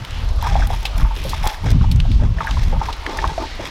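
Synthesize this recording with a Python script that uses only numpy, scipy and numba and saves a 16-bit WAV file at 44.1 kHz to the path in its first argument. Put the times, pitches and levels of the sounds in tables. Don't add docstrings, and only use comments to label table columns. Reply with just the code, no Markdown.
import sys
import numpy as np
from scipy import signal
from scipy.io import wavfile
from scipy.ndimage import uniform_filter1d
from numba import njit

SR = 44100
rng = np.random.default_rng(int(sys.argv[2]) if len(sys.argv) > 2 else 0)


def inscribe(sig):
    pcm = np.round(np.clip(np.atleast_2d(sig).T, -1, 1) * 32767)
    wavfile.write(sys.argv[1], SR, pcm.astype(np.int16))


N = 163170

# moment in seconds, level in dB, upper rumble in dB relative to the low rumble.
GUSTS = [(0, -26, 9.5), (.06, -46, -4), (.11, -24, -6), (.29, -15.5, -24), (.58, -16, -8),
         (.77, -16.5, -18.5), (.91, -22, -9), (1.05, -5.5, -14), (1.12, -15.5, -11.5), (1.36, -22, -4),
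         (1.47, -16.5, -14.5), (1.52, -29.5, -45), (1.64, -22.5, 1.5), (1.74, -5.5, -7.5), (2.0, -7, -8.5),
         (2.3, -7.5, -10.5), (2.44, -20, -5.5), (2.59, -9.5, -9), (2.78, -11, -7), (2.95, -26.5, -30),
         (3.15, -32.5, -21), (3.26, -16.5, -14.5), (3.47, -31, -25), (3.7, -38.5, 5)]
# centre in Hz, width in Hz, level in dB.
LOW_RUMBLE = [(27.9, 21, -0.5), (43.4, 18.4, 2), (67.9, 32.8, -2.5)]
# centre in Hz, width in Hz, level in dB.
HIGH_RUMBLE = [(102, 51, 2.5), (152, 76, -3), (232.6, 115, -14)]
# frequency in Hz, level in dB per Hz.
WATER_HISS = [(150, -39), (510, -3.5), (890, 2), (1420, -7), (3650, -5), (5350, -16.5), (8260, -31),
              (13200, -36), (16000, -61)]
# start in seconds, approximate peak in dB, centre in Hz,
# top end in dB relative to the main band, time to fade by 60 dB in seconds.
STRIP_TICKS = [(0.0488, -20, 2630, -13.5, 0.021), (0.1075, -25, 4360, -16, 0.017),
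               (0.2883, -30, 4470, -24, 0.03), (0.425, -22.5, 3370, -3, 0.015),
               (0.4708, -33, 3500, 1, 0.014), (0.5464, -15, 2550, -35, 0.012),
               (0.6714, -23, 3450, -0.5, 0.025), (0.7309, -25, 3230, -19, 0.14),
               (0.8297, -26, 5000, -5, 0.012), (0.853, -12, 3030, -20, 0.072),
               (0.979, -29.5, 5670, 0, 0.032), (1.1638, -22, 3320, -27, 0.032),
               (1.2392, -28.5, 4760, -1, 0.027), (1.293, -24.5, 4800, -6.5, 0.1),
               (1.473, -11.5, 3650, -2, 0.019), (1.7043, -18.5, 4440, -9, 0.013),
               (1.714, -20.5, 4900, -8, 0.021), (1.914, -16, 3600, -8.5, 0.055),
               (1.96, -22.5, 5460, -14, 0.022), (2.0016, -5, 3000, -32, 0.017),
               (2.116, -16.5, 3160, -16, 0.022), (2.4683, -27, 3510, -5, 0.014),
               (2.5102, -17, 3330, -23, 0.023), (2.6332, -25.5, 3520, -12, 0.042),
               (2.9275, -21.5, 3400, -19.5, 0.053), (3.0633, -12, 1900, -41, 0.029),
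               (3.172, -23, 5300, -10, 0.023), (3.2767, -17, 3600, -25, 0.012)]
# start in seconds, length in seconds,
# then the levels of creaks, thuds, scrape and swish in dB.
SCUFFS = [(0.384, 0.23, -27, -68, -32.5, -53), (0.54, 0.21, -32, -41, -33.5, -55),
          (0.679, 0.14, -46, -58, -34.5, -46), (0.948, 0.14, -31, -51, -38, -49.5),
          (1.142, 0.084, -50, -39, -33.5, -46), (1.226, 0.093, -40, -37.5, -39, -46.5),
          (1.31, 0.1, -37, -49, -34, -48.5), (1.42, .12, -32.5, -59, -28.5, -42),
          (1.63, 0.11, -31.5, -32, -32.5, -56), (1.812, 0.045, -31, -36, -37, -76),
          (2.196, 0.089, -27.5, -30.5, -37.5, -82), (2.361, 0.22, -29, -74, -35, -57),
          (2.565, 0.17, -46, -46, -36, -53), (2.719, 0.042, -26.5, -46, -50, -71),
          (2.785, 0.14, -31.5, -37.5, -35.5, -54), (3.057, 0.099, -34, -28, -37.5, -85),
          (3.13, 0.2, -27.5, -34, -37, -67), (3.391, 0.072, -30, -31.5, -41, -65),
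          (3.59, 0.056, -39, -30, -40.5, -63), (3.634, 0.051, -45, -35.5, -31, -50.5)]
# pitch in Hz, level in dB, time to fade by 60 dB in seconds.
RAFT_MODES = [(654, -7, 0.058), (809.5, -6, 0.1), (898.7, 2, 0.064), (1070, -1, 0.017), (1224, -0.5, 0.024),
              (1590, -3.5, 0.016)]
# centre in Hz, width in Hz, level in dB.
SCRAPE_BANDS = [(2030, 1960, 13), (3286, 550, 6.5), (4990, 1370, 7)]
# centre in Hz, width in Hz, level in dB.
SWISH_BANDS = [(11100, 3000, 1), (12900, 4600, -2.5)]
# start in seconds, approximate peak in dB, pitch in Hz,
# ring time to fade by 60 dB in seconds.
POLE_KNOCKS = [(0.425, -22.5, 900, 0.042), (0.47, -18.5, 964, 0.03), (0.554, -13, 791, 0.057),
               (0.597, -21.5, 715, 0.038), (0.622, -16.5, 1525, 0.021), (0.703, -14.5, 748, 0.038),
               (0.732, -15, 905, 0.033), (0.852, -21, 810, 0.024), (1.014, -23, 1090, 0.031),
               (1.047, -12.5, 1130, 0.018), (1.108, -24, 880, 0.067), (1.25, -25.5, 530, 0.056),
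               (1.333, -14.5, 1010, 0.011), (1.44, -22.5, 856, 0.25), (1.464, -4.5, 1000, 0.0082),
               (1.664, -16.5, 800, 0.013), (1.811, -21.5, 1100, 0.034), (1.842, -14.5, 890, 0.027),
               (2.053, -22.5, 760, 0.032), (2.218, -19, 580, 0.033), (2.385, -22, 1770, 0.02),
               (2.405, -9.5, 1098, 0.032), (2.471, -15, 1628, 0.032), (2.57, -20.5, 984, 0.025),
               (2.73, -20.5, 519, 0.051), (2.814, -13, 885, 0.041), (2.886, -17.5, 920, 0.046),
               (3.148, -25.5, 909, 0.067), (3.188, -16.5, 1754, 0.022), (3.241, -5, 1045, 0.014),
               (3.379, -14.5, 660, 0.041), (3.422, -20, 930, 0.016), (3.595, -25, 633, 0.042)]
# multiple of its pitch, level in dB, share of its ring time.
POLE_TONES = [(1.004, 3, 1.33), (1.27, -10, 0.5), (1.9, -29, 0.16)]

BUFFET_DB, BUFFETS_PER_S, SHARED_BUFFET_DB = 1, 11, 2
SURGE_DB_PER_OCTAVE, SURGES_PER_S = 2.5, 26
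LEFT_WIND_DB = 0.35
OPPOSITE_TREBLE_NOISE_DB = -82
LAKE_DB, FLICKER_DB, FLICKERS_PER_S = -36.5, 3, 9.55
CRACKLE_DB, CRACKLES_PER_S, CRACKLE_SCATTER_DB = -58, 100, 8.5
TICK_CREST_DB = 4.5
TICK_TOP_HZ, TICK_TOP_WIDTH_HZ = 11000, 9000
GRAIN_S, GRAIN_TOP_DB = 0.002, 8
CREAKS_PER_S, CREAK_SCATTER_DB = 48, 5.5
THUD_HZ, THUD_WIDTH_HZ, THUDS_PER_S = 342, 430, 440
SCRAPES_PER_S, SCRAPE_SCATTER_DB = 300, 3.5
SWISHES_PER_S, SWISH_SCATTER_DB = 93, 21
SCUFF_RISE = 0.41
CONTACT_S = 0.0012
BLOW_T60_S = 0.069
RAFT_DB, RATTLE_DB, RATTLE_SHARE = -10.5, -3, 1.73
KNEE_DB, RATIO, ATTACK_S, RELEASE_S = -16, 1.99, 0.037, 0.13
CEILING = 0.71
TOP_HZ = 16400


def undb(db):
    return 10 ** (np.asarray(db) / 20)


def unit(x):
    return x / np.sqrt(np.mean(x ** 2))


def curve(table, col):
    rows = np.array(table)
    return np.interp(np.arange(N) / SR, rows[:, 0], rows[:, col])


def band(x, hz, width, order=1):
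    sharpness = max(hz / width, 1 / 4)
    b, a = signal.iirpeak(min(hz, SR * 4 / 10), sharpness, fs=SR)
    for _ in range(order):
        x = signal.lfilter(b, a, x)
    return x


def noise_band(length, hz, width, order=2):
    return unit(band(rng.standard_normal(length), hz, width, order=order))


def bank(x, table, order=1):
    return sum(undb(db) * unit(band(x, hz, width, order=order)) for hz, width, db in table)


def walk(rate):
    hold = int(SR / rate)
    steps = rng.standard_normal(N // 256)[np.arange(N) // hold]
    smoother = uniform_filter1d(steps, hold)
    return unit(uniform_filter1d(smoother, hold))


def grains(rate, scatter_db):
    chance, luck = rng.random((N, 2)).T
    boost_db = np.minimum(-scatter_db * np.log(1 - luck), GRAIN_TOP_DB)
    starts = (chance < rate / SR) * undb(2 * boost_db)
    keep = np.exp(-1 / (GRAIN_S * SR))
    power = signal.lfilter([1], [1, -keep], starts)
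    return np.sqrt(power) * rng.standard_normal(N)


def fade(t, t60):
    return np.exp(-np.log(1000) * t / max(t60, 1 / 500))


def tone(t, hz, t60):
    return np.sin(2 * np.pi * hz * t) * fade(t, t60)


def add(out, s, x):
    i = int(s * SR)
    out[i:i + len(x)] += x[:N - i]


def wind():
    buffet = walk(BUFFETS_PER_S)
    low = 0
    for hz, width, db in LOW_RUMBLE:
        level_db = db + BUFFET_DB * walk(BUFFETS_PER_S)
        low = low + undb(level_db) * noise_band(N, hz, width)
    high = 0
    for hz, width, db in HIGH_RUMBLE:
        octaves = np.log2(hz / LOW_RUMBLE[1][0])
        surge_db = SURGE_DB_PER_OCTAVE * octaves * walk(SURGES_PER_S)
        level_db = db + surge_db + BUFFET_DB * buffet
        high = high + undb(level_db) * noise_band(N, hz, width, order=3)
    rumble = unit(low) + undb(curve(GUSTS, 2)) * unit(high)
    shared = unit(undb(SHARED_BUFFET_DB * buffet))
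    return shared * undb(curve(GUSTS, 1)) * rumble


def lake():
    rows, hiss = np.array(WATER_HISS), 0
    for hz in 250 * 2 ** np.arange(0, 6.1, 0.5):
        per_hz_db = np.interp(np.log(hz), np.log(rows[:, 0]), rows[:, 1])
        level_db = per_hz_db + 10 * np.log10(hz) + FLICKER_DB * walk(FLICKERS_PER_S)
        hiss = hiss + undb(level_db) * noise_band(N, hz, hz / 2)
    return undb(LAKE_DB) * unit(hiss)


def crackle():
    contacts = grains(CRACKLES_PER_S, CRACKLE_SCATTER_DB)
    return undb(CRACKLE_DB) * unit(bank(contacts, SCRAPE_BANDS[2:] + SWISH_BANDS, order=2))


def opposite_treble_noise():
    return undb(OPPOSITE_TREBLE_NOISE_DB) * noise_band(N, 16000, 12000)


def ticks():
    out, t = np.zeros(N), np.arange(SR // 12) / SR
    for s, db, hz, top_db, t60 in STRIP_TICKS:
        body = noise_band(len(t), hz, 0.75 * hz)
        top = noise_band(len(t), TICK_TOP_HZ, TICK_TOP_WIDTH_HZ)
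        crack = (body + undb(top_db) * top) * fade(t, t60)
        add(out, s, undb(db - TICK_CREST_DB) * crack)
    return out


def creaks():
    t, out = np.arange(SR // 10) / SR, 0
    for hz, db, t60 in RAFT_MODES:
        contacts = grains(CREAKS_PER_S, CREAK_SCATTER_DB)
        out = out + undb(db) * signal.fftconvolve(contacts, tone(t, hz, t60))[:N]
    return out


def shuffle():
    thud = band(grains(THUDS_PER_S, CREAK_SCATTER_DB), THUD_HZ, THUD_WIDTH_HZ, order=3)
    rub = grains(SCRAPES_PER_S, SCRAPE_SCATTER_DB)
    scrape = bank(rub, SCRAPE_BANDS, order=2)
    strips = unit(rub) + unit(grains(SWISHES_PER_S, SWISH_SCATTER_DB))
    swish = bank(strips, SWISH_BANDS, order=2)
    layers = np.array([unit(x) for x in (creaks(), thud, scrape, swish)])
    t, power = np.arange(N) / SR, 0
    for s, length, *db in SCUFFS:
        moments = s + length * np.array([0, SCUFF_RISE, 1, 1.3])
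        swell = np.interp(t, moments, [0.0014, 1.0, 0.14, 0.0014])
        power = power + undb(db)[:, None] ** 2 * swell
    return np.sum(np.sqrt(power) * layers, axis=0)


def raft(x):
    t = np.arange(SR // 5) / SR
    ring = sum(undb(db) * tone(t, hz, t60) for hz, db, t60 in RAFT_MODES)
    return signal.fftconvolve(x, ring / np.max(ring))[:N]


def knocks():
    out, blows, t = np.zeros(N), np.zeros(N), np.arange(SR // 6) / SR
    for s, db, hz, t60 in POLE_KNOCKS:
        pole = sum(undb(tone_db) * tone(t, multiple * hz, share * t60)
                   for multiple, tone_db, share in POLE_TONES)
        pole = pole * np.minimum(t / CONTACT_S, 1)
        rattle = noise_band(len(t), 1.01 * hz, 0.39 * hz) * fade(t, RATTLE_SHARE * t60)
        shake = fade(t, BLOW_T60_S) * rng.standard_normal(len(t)) / 6
        add(out, s, undb(db) * (pole + undb(RATTLE_DB) * rattle))
        add(blows, s, undb(db) * shake)
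    return out + undb(RAFT_DB) * raft(blows)


def scene():
    air = wind()
    rest = lake() + crackle() + ticks() + shuffle() + knocks()
    side = (undb(LEFT_WIND_DB / 2) - 1) * air + opposite_treble_noise()
    return np.array([air + rest + side, air + rest - side])


@njit
def follow(x, up, down):
    e, out = 0., np.empty(len(x))
    for i in range(len(x)):
        e += (x[i] - e) * (up if x[i] > e else down)
        out[i] = e
    return out


def record(dry):
    loudness = follow(np.abs(dry).max(axis=0), 1 / (ATTACK_S * SR), 1 / (RELEASE_S * SR))
    below_knee = np.minimum(undb(KNEE_DB) / (loudness + 1e-9), 1)
    x = dry * below_knee ** (1 - 1 / max(RATIO, 1))
    x = x / (1 + np.abs(x / CEILING) ** 6) ** (1 / 6)
    top_cut = signal.ellip(10, 0.2, 70, TOP_HZ, fs=SR, output="sos")
    return signal.sosfilt(top_cut, x)


dry = scene()
out = record(dry)
inscribe(out)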